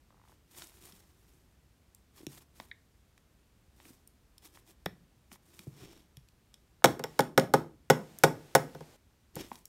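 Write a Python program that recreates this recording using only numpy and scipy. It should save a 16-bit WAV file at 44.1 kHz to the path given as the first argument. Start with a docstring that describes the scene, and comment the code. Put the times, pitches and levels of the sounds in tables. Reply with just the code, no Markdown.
"""Plastic capsule handled and knocked on a desk

Hands work a hard plastic capsule: sliding fingers hiss by stick-slip, and its seam ticks, creaks and snaps
as brief noise bursts filtered by the hollow shell's resonances. Held bumps are heavily damped low swings.
Seven firm knocks on a wooden desk ring decaying modes, with a dense thud and a rattle of the two halves;
it rocks to rest and is picked up again. A small quiet room adds low tone and a short reverberant tail.
"""
import sys
import numpy as np
from scipy import signal
from scipy.fft import rfft, irfft, next_fast_len
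from scipy.io import wavfile
from scipy.ndimage import uniform_filter1d, map_coordinates

SR = 44100
rng = np.random.default_rng(int(sys.argv[2]) if len(sys.argv) > 2 else 0)


def inscribe(sig):
    """Save sig as 16-bit PCM at rate SR to the path in sys.argv[1].

    A 1-D sig is mono; a 2-D sig holds one channel per row.
    Samples are clipped to [-1, 1] before scaling.
    """
    pcm = np.round(np.clip(np.atleast_2d(sig).T, -1, 1) * 32767)
    wavfile.write(sys.argv[1], SR, pcm.astype(np.int16))


N = 426874


def amp(db):
    """Decibel definition: level to amplitude gain."""
    return 10 ** (np.asarray(db) / 20)


def unit(x):
    """Power normalisation: scale to rms 1."""
    return x / np.sqrt(np.mean(x ** 2) + 1e-20)


def struck(x):
    """Onset normalisation: scale a blow to rms 1 over its first hundredth of a second."""
    return x / np.sqrt(np.mean(x[:SR // 100] ** 2) + 1e-20)


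def along(points, hz):
    """Logarithmic frequency scale: read (hz, value) points on a log axis."""
    f, v = np.transpose(points)
    return np.interp(np.log(hz + 1), np.log(f + 1), v)


def filtered(x, response):
    """Linear filtering: multiply the spectrum of x by a response of frequency."""
    m = next_fast_len(len(x) + 8192)
    return irfft(rfft(x, m) * response(np.fft.rfftfreq(m, 1 / SR)), m)[:len(x)]


def coloured(x, gain):
    """Minimum phase: a causal filter derived from its gain by folding the cepstrum."""
    size = 2048
    cepstrum = irfft(np.log(np.maximum(gain(np.fft.rfftfreq(size, 1 / SR)), 1e-6)))
    cepstrum[1:size // 2] *= 2
    cepstrum[size // 2 + 1:] = 0
    impulse_response = irfft(np.exp(rfft(cepstrum)))
    return signal.fftconvolve(x, impulse_response)[:len(x)]


def noise(spectrum, grain=1):
    """Spectral shaping: noise of rms 1 with the given spectrum, its strength roughened by grain."""
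    return unit(filtered(grain * rng.standard_normal(N), lambda hz: amp(along(spectrum, hz))))


def wobble(rate):
    """Band-limited fluctuation: a smooth random curve with rate knots a second."""
    knots = rng.standard_normal(int(N * rate / SR) + 4)
    return map_coordinates(knots, [np.arange(N) * rate / SR])


def fade(t, t60):
    """Exponential decay: 60 dB in t60."""
    return np.exp(-np.log(1000) * t / t60)


def add(track, s, x):
    """Superposition: mix x into the track at time s."""
    part = track[round(s * SR):][:len(x)]
    part += x[:len(part)]


def band(hz, centre_hz, spread):
    """Band-pass gain: a hump reaching spread octaves either side of its centre."""
    return 1 / np.sqrt(1 + (np.log2((hz + 1) / centre_hz) / spread) ** 6)


def radiated(x, corner_hz=58):
    """Radiation efficiency: small bodies send out little deep bass."""
    return signal.sosfilt(signal.butter(2, corner_hz, "high", fs=SR, output="sos"), x)


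def in_room(x, wet_db, delay=.006):
    """Reverberation: add a delayed, fresh noise tail in which each frequency dies at its own speed."""
    # reverberation of the small room: hz, t60_s
    room_decay = [(150, 0.52), (600, 0.29), (2000, 0.26), (6000, 0.25), (15000, 0.29)]
    hz, t, z = signal.stft(rng.standard_normal(SR // 2), SR, nperseg=256)
    decaying = z * fade(t, along(room_decay, hz)[:, None])
    tail = signal.istft(decaying, SR, nperseg=256)[1]
    tail = np.pad(tail / np.linalg.norm(tail), (round(delay * SR), 0))
    return x + amp(wet_db) * signal.fftconvolve(x, tail)[:len(x)]


def shell(hz, between_db=-11):
    """Shell resonance: power sum of the hollow shell's resonances over a broad base, as a gain."""
    # resonances of the hollow shell: pitch_hz, width_hz, level_db
    resonances = [(900, 660, 4), (1915, 230, 1), (2410, 310, -0.5), (2950, 200, -0.5), (3325, 190, 2.5),
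                  (3730, 260, 1), (4480, 160, -3.5), (5446, 340, 2), (6550, 380, -4.5), (7430, 360, -4.5),
                  (8700, 770, -8), (9530, 430, -7.5), (11500, 760, -11.5), (13500, 3400, -9)]
    power = sum(amp(db) ** 2 / (1 + (2 * (hz - f) / w) ** 2) for f, w, db in resonances)
    return np.sqrt(amp(between_db) ** 2 + power)


def slip(centre_hz, spread, t60):
    """Impulsive excitation: a brief noise burst excites the shell resonances around centre_hz."""
    t = np.arange(SR // 3) / SR
    burst = rng.standard_normal(len(t)) * fade(t, t60)
    return struck(coloured(burst, lambda f: shell(f) * band(f, centre_hz, spread)))


def background(quiet_db=-65.2, hiss_db=-61):
    """Stationary noise: low room tone, and a hiss that steps up in a few spells."""
    # room tone: hz, level_db (relative, per Hz)
    quiet_spectrum = [(15, -25), (35, -4.5), (60, 3.5), (110, -4.5), (200, -9), (350, -14.5), (570, -20),
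                      (1150, -23.5), (16000, -34.5)]
    # added hiss: hz, level_db (relative, per Hz)
    hiss_spectrum = [(150, -20.5), (300, 1), (800, -2.5), (1060, -9.5), (2000, -9.5), (7000, -14.5),
                     (16000, -20.5)]
    # spells of added hiss: start_s, end_s
    hiss_spells = [(7.05, 7.25), (7.55, 7.6), (7.92, 8.965)]
    t = np.arange(N) / SR
    steps = sum(1.0 * ((t > a) & (t < b)) for a, b in hiss_spells)
    raised = uniform_filter1d(steps, size=400)  # softens the edges
    return amp(quiet_db) * noise(quiet_spectrum) + amp(hiss_db) * raised * noise(hiss_spectrum)


def strokes(rows, power, grows=1):
    """Sliding friction: speed rises and falls to a stop, and the gain follows a power of that speed."""
    t = np.arange(N) / SR
    rise_share = 0.38  # part of a stroke spent speeding up
    gain = np.zeros(N)
    for s, length, db in rows:
        corners = [s - rise_share * length, s, s + (1 - rise_share) * length]
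        speed = np.interp(t, corners, [0, 1, 0])
        gain += amp(grows * db) * speed ** power
    return gain


def rubbing(grain_db=3, catch_db=2.5, grit_db=-7, grit_scatter_db=5, grit_hz=1800):
    """Stick-slip friction: tiny slips hiss, harder catches crackle in the shell, the body murmurs."""
    # fingers sliding on the shell: fastest_s, length_s, level_db
    rub_strokes = [(0.29, 0.21, -68.5), (0.59, .34, -52.5), (0.85, .6, -58.5), (1.28, 0.62, -70),
                   (2.185, .17, -57.5), (2.325, .13, -52.5), (2.378, .05, -54), (2.418, .06, -59),
                   (2.6, 0.24, -59.5), (3.85, 0.36, -60.5), (4.45, .11, -54), (4.555, 0.17, -60),
                   (4.685, 0.12, -60.5), (5.33, 0.086, -54), (5.57, 0.52, -61.5), (9.53, 0.22, -57.5)]
    # the base dragging on the desk: fastest_s, length_s, level_db
    drag_strokes = [(5.84, 0.4, -54.5), (9.4, .17, -44)]
    # finger hiss: hz, level_db (relative, per Hz)
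    skin_spectrum = [(400, -23), (900, -6), (2500, -6.5), (9000, -2), (16000, -4.5)]
    # hollow body's murmur: hz, level_db (relative, per Hz)
    body_spectrum = [(90, -7), (150, 0), (240, -7), (345, 4), (480, -11), (1200, -19), (2500, -22),
                     (5000, -68)]
    murmur_db, murmur_grows = -41.5, 0.41  # murmur at a 0 dB stroke; dB gained per dB of hiss
    drag_hiss_db, drag_rasp_db, drag_rasp_hz = -7.5, -6, 3800  # levels against the drag's murmur

    drag = strokes(drag_strokes, power=1.3)
    hiss_gain = strokes(rub_strokes, power=1.61) + amp(drag_hiss_db) * drag
    body_gain = amp(murmur_db) * strokes(rub_strokes, power=1.2, grows=murmur_grows) + drag
    grain = amp(grain_db * wobble(900) + catch_db * wobble(70))
    catches = rng.standard_normal(N) * amp(grit_scatter_db * np.minimum(wobble(220), 2))
    grit = unit(coloured(catches, lambda f: shell(f) * band(f, grit_hz, 2.2)))
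    scrape = grain * rng.standard_normal(N)
    rasp = unit(coloured(scrape, lambda f: shell(f) * band(f, drag_rasp_hz, 0.86)))
    hiss = hiss_gain * (noise(skin_spectrum, grain) + amp(grit_db) * grit)
    murmur = body_gain * noise(body_spectrum, grain)
    return hiss + murmur + amp(drag_rasp_db) * drag * rasp


def bumps(rise=0.00042, cycles=11):
    """Damped oscillation: a soft contact is one low swing that the hand damps 60 dB in a few cycles."""
    # held capsule bumping against hand and desk: start_s, level_db, pitch_hz
    bump_rows = [(0.932, -58, 190), (2.206, -54, 340), (2.232, -50.5, 320), (2.269, -39.5, 318),
                 (2.272, -45, 140), (2.601, -54, 230), (3.857, -58, 296), (3.905, -53.5, 272),
                 (4.8625, -35, 175), (5.32, -53.5, 220), (5.596, -54, 190), (5.67, -47, 344),
                 (5.676, -37.5, 138), (5.82, -50, 130), (6.174, -49.5, 135), (9.366, -39.5, 168),
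                 (9.516, -47, 242)]
    out, t = np.zeros(N), np.arange(SR // 3) / SR
    for s, db, hz in bump_rows:
        swing = np.sin(2 * np.pi * hz * t) * fade(t, cycles / hz) * (1 - np.exp(-t / rise))
        add(out, s, in_room(amp(db) * struck(swing), wet_db=-12))
    return radiated(out)


def creak(start, end, rate, db, centre_hz):
    """Repeated stick-slip: a row of slips, uneven in time and level, laid out like the clicks."""
    times = np.arange(start, end, 1 / rate)
    late, louder = rng.uniform(-1, 1, (len(times), 2)).T
    uneven_times = times + .5 * late / rate
    return [(s, level, centre_hz) for s, level in zip(uneven_times, db + 4 * louder)]


def clicks(t60=.010):
    """Transient excitation: single slips of seam and nails, and the creak of the first squeeze."""
    # seam and fingernails clicking: start_s, level_db, centre_hz
    click_rows = [(0.621, -48.5, 2500), (0.671, -58, 9000), (0.923, -59.5, 5000), (1.948, -56.5, 10900),
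                  (2.267, -44, 6500), (2.600, -44.5, 1500), (3.178, -63, 3000), (3.801, -59.5, 1290),
                  (3.853, -60, 1200), (4.075, -54.5, 15000), (4.381, -56, 8600), (4.573, -57.5, 1200),
                  (5.317, -55.5, 1700), (5.358, -61, 1200), (5.592, -50, 4530), (6.17, -55, 7500),
                  (6.287, -65, 7000), (6.542, -54.5, 7000), (6.822, -55, 1000), (6.8575, -27, 3500),
                  (7.206, -34, 4500), (7.397, -35, 4400), (8.187, -44.5, 12000), (9.3557, -43.5, 11000),
                  (9.516, -39.5, 580), (9.556, -54, 5000), (9.655, -48.5, 10000)]
    # dull knocks and bright nail ticks are the narrowest: centre_hz, spread_octaves
    click_spread = [(800, 0.79), (2200, 1.5), (6500, 1.6), (11000, .75)]
    squeeze = creak(start=0.11, end=0.34, rate=55, db=-68, centre_hz=850)  # rate in slips per second
    out = np.zeros(N)
    for s, db, hz in click_rows + squeeze:
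        click = slip(hz, along(click_spread, hz), t60)
        add(out, s, in_room(amp(db) * click, wet_db=-13.5))
    return out


def pings(spread=.2, overtone_db=-8, overtone_spread=.2, overtone_t60=.018):
    """Resonance: the rim, springing free, sounds one narrow band and, more weakly, its octave."""
    # rim springing free: start_s, level_db
    ping_rows = [(2.7135, -44.5), (4.8605, -40)]
    ping_hz, ping_t60_s = 1900, .024
    out = np.zeros(N)
    for s, db in ping_rows:
        overtone = slip(2 * ping_hz, overtone_spread, overtone_t60)
        ring = slip(ping_hz, spread, ping_t60_s) + amp(overtone_db) * overtone
        add(out, s, in_room(amp(db) * ring, wet_db=-15))
    return out


def snap(count=4, t60=.011):
    """Snap-through: the lip rides over its ridge in slips, each deeper and louder than the last."""
    start_s, length_s, first_db, swell_db = 4.859, .0035, -44, 9.5
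    from_hz, to_hz, spread_octaves = 11000, 300, .8  # from a tick to a knock
    out = np.zeros(N)
    for part in np.linspace(0, 1, count):
        hz = from_hz * (to_hz / from_hz) ** part
        burst = amp(first_db + part * swell_db) * slip(hz, spread_octaves, t60)
        add(out, start_s + part * length_s, in_room(burst, wet_db=-17))
    return out


def chatter(t, force, gap=.0048, loss_db=-7, t60=0.013):
    """Restitution: the loose halves rebound ever more weakly, and a light knock hardly bounces."""
    starts = np.cumsum(np.r_[0, gap * rng.uniform(.7, 1.3, size=3)])
    rebound = amp(loss_db) * np.sqrt(force)
    envelope = sum(rebound ** k * (t >= s) * fade(np.abs(t - s), t60) for k, s in enumerate(starts))
    return envelope * rng.standard_normal(len(t))


def knocks(rattle_hz=2700, rattle_top_hz=15000, thud_hz=330, thud_spread=1.37, thud_t60=.07,
           thud_db=-10, scatter_db=2.5):
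    """Modal excitation: a knock rings desk modes over a thud; the halves chatter and the rim rings."""
    # capsule on the desk: start_s, level_db, rim_catch_db
    knock_rows = [(6.8426, -13, 2.5), (6.994, -36, -4.5), (7.039, -33, 4.5), (7.1919, -18.5, -3),
                  (7.377, -15.5, -1.5), (7.538, -16, -4.5), (7.9006, -14, -1.5), (8.2367, -13.2, .5),
                  (8.551, -14.5, 1), (8.749, -43.5, -6), (8.807, -44.5, -7.5), (9.3644, -42, -2)]
    # modes of the desk top with the capsule on it: pitch_hz, level_db, t60_s
    desk_modes = [(128, -18, .22), (154, -12, .25), (180, -17, .14), (214, -19, .18), (248, -16, .2),
                  (298, -14, .09), (335, -16, .11), (402, -6, .1), (455, -2, .06), (529, -1, .09),
                  (610, -10, .07), (693, -6, .075), (817, -2, .07), (910, -4, .055), (1065, -12, .045),
                  (1248, -9, .035), (1481, -5.5, .04), (1688, -11, .04), (1906, -13, .04), (2103, -16, .04),
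                  (2262, -16, .03)]
    clack_db, rattle_db = -5.2, -8  # against the wood
    clack_follows = .25  # share of the rim's catch that reaches the clack
    clack_grows = .14  # a lighter knock is a softer contact: clack dB lost per dB under the hardest
    rim_tilt = 0.51  # a harder catch thins the desk's bass: dB per octave for each dB of catch
    ring_hz, ring_db, ring_t60_s, ring_width_hz = 5370, -28, .28, 150  # level against the rattle

    def rim(f):
        """Resonance curve of the rim."""
        return 1 / (1 + (2 * (f - ring_hz) / ring_width_hz) ** 2)

    def halves(f):
        """Shell resonances with bass and extreme treble rolled off."""
        return shell(f) * f ** 2 / (f ** 2 + rattle_hz ** 2) / np.hypot(1, f / rattle_top_hz)

    out, t = np.zeros(N), np.arange(SR // 3) / SR
    hz, level, t60 = np.transpose(desk_modes)
    low, detune = hz < 1000, .006
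    hardest_db = max(row[1] for row in knock_rows)
    # neighbouring modes swing opposite ways
    decay = (-1) ** np.arange(len(hz))[:, None] * fade(t, t60[:, None])
    for s, db, rim_db in knock_rows:
        under_db = db - hardest_db
        strength, shift = rng.standard_normal((2, len(hz)))  # the capsule never lands on the same spot
        mode_db = level + scatter_db * strength + rim_tilt * rim_db * np.log2(hz / thud_hz)
        swings = np.sin(2 * np.pi * np.outer(hz * (1 + detune * shift), t))
        modes = amp(mode_db)[:, None] * decay * swings

        burst = rng.standard_normal(len(t)) * fade(t, thud_t60)
        thud = struck(coloured(burst, lambda f: band(f, thud_hz, thud_spread)))
        wood = in_room(struck(modes[low].sum(0)), wet_db=-16.5) + in_room(amp(thud_db) * thud, wet_db=-3.5)

        clack_gain = amp(clack_db + clack_follows * rim_db + clack_grows * under_db)
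        clack = clack_gain * struck(modes[~low].sum(0))

        ring = amp(ring_db) * unit(filtered(rng.standard_normal(len(t)), rim)) * fade(t, ring_t60_s)
        bounces = struck(coloured(chatter(t, amp(under_db)), halves))
        rattle = amp(rattle_db + rim_db) * (bounces + ring)
        add(out, s, amp(db) * (wood + in_room(clack, wet_db=-14.0) + in_room(rattle, wet_db=-17)))
    return radiated(out)


def scene():
    """Superposition: all sources, heard from one point close to the hands."""
    return (background() + rubbing() + bumps() + clicks() + pings() + snap() + knocks())[None]


def record(dry, top=0.9, top_hz=15850):
    """Transduction: the microphone colours the treble, peaks saturate softly, a steep low-pass ends it."""
    # microphone response: hz, level_db
    microphone = [(9900, -0.5), (10400, -4.5), (11400, 0), (14000, -1.5), (15500, -4.5)]
    heard = coloured(dry[0], lambda hz: amp(along(microphone, hz)))
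    rounded = heard / (1 + np.abs(heard / top) ** 6) ** (1 / 6)
    return filtered(rounded, lambda hz: 1 / (1 + (hz / top_hz) ** 160))[None]


dry = scene()
out = record(dry)
inscribe(out)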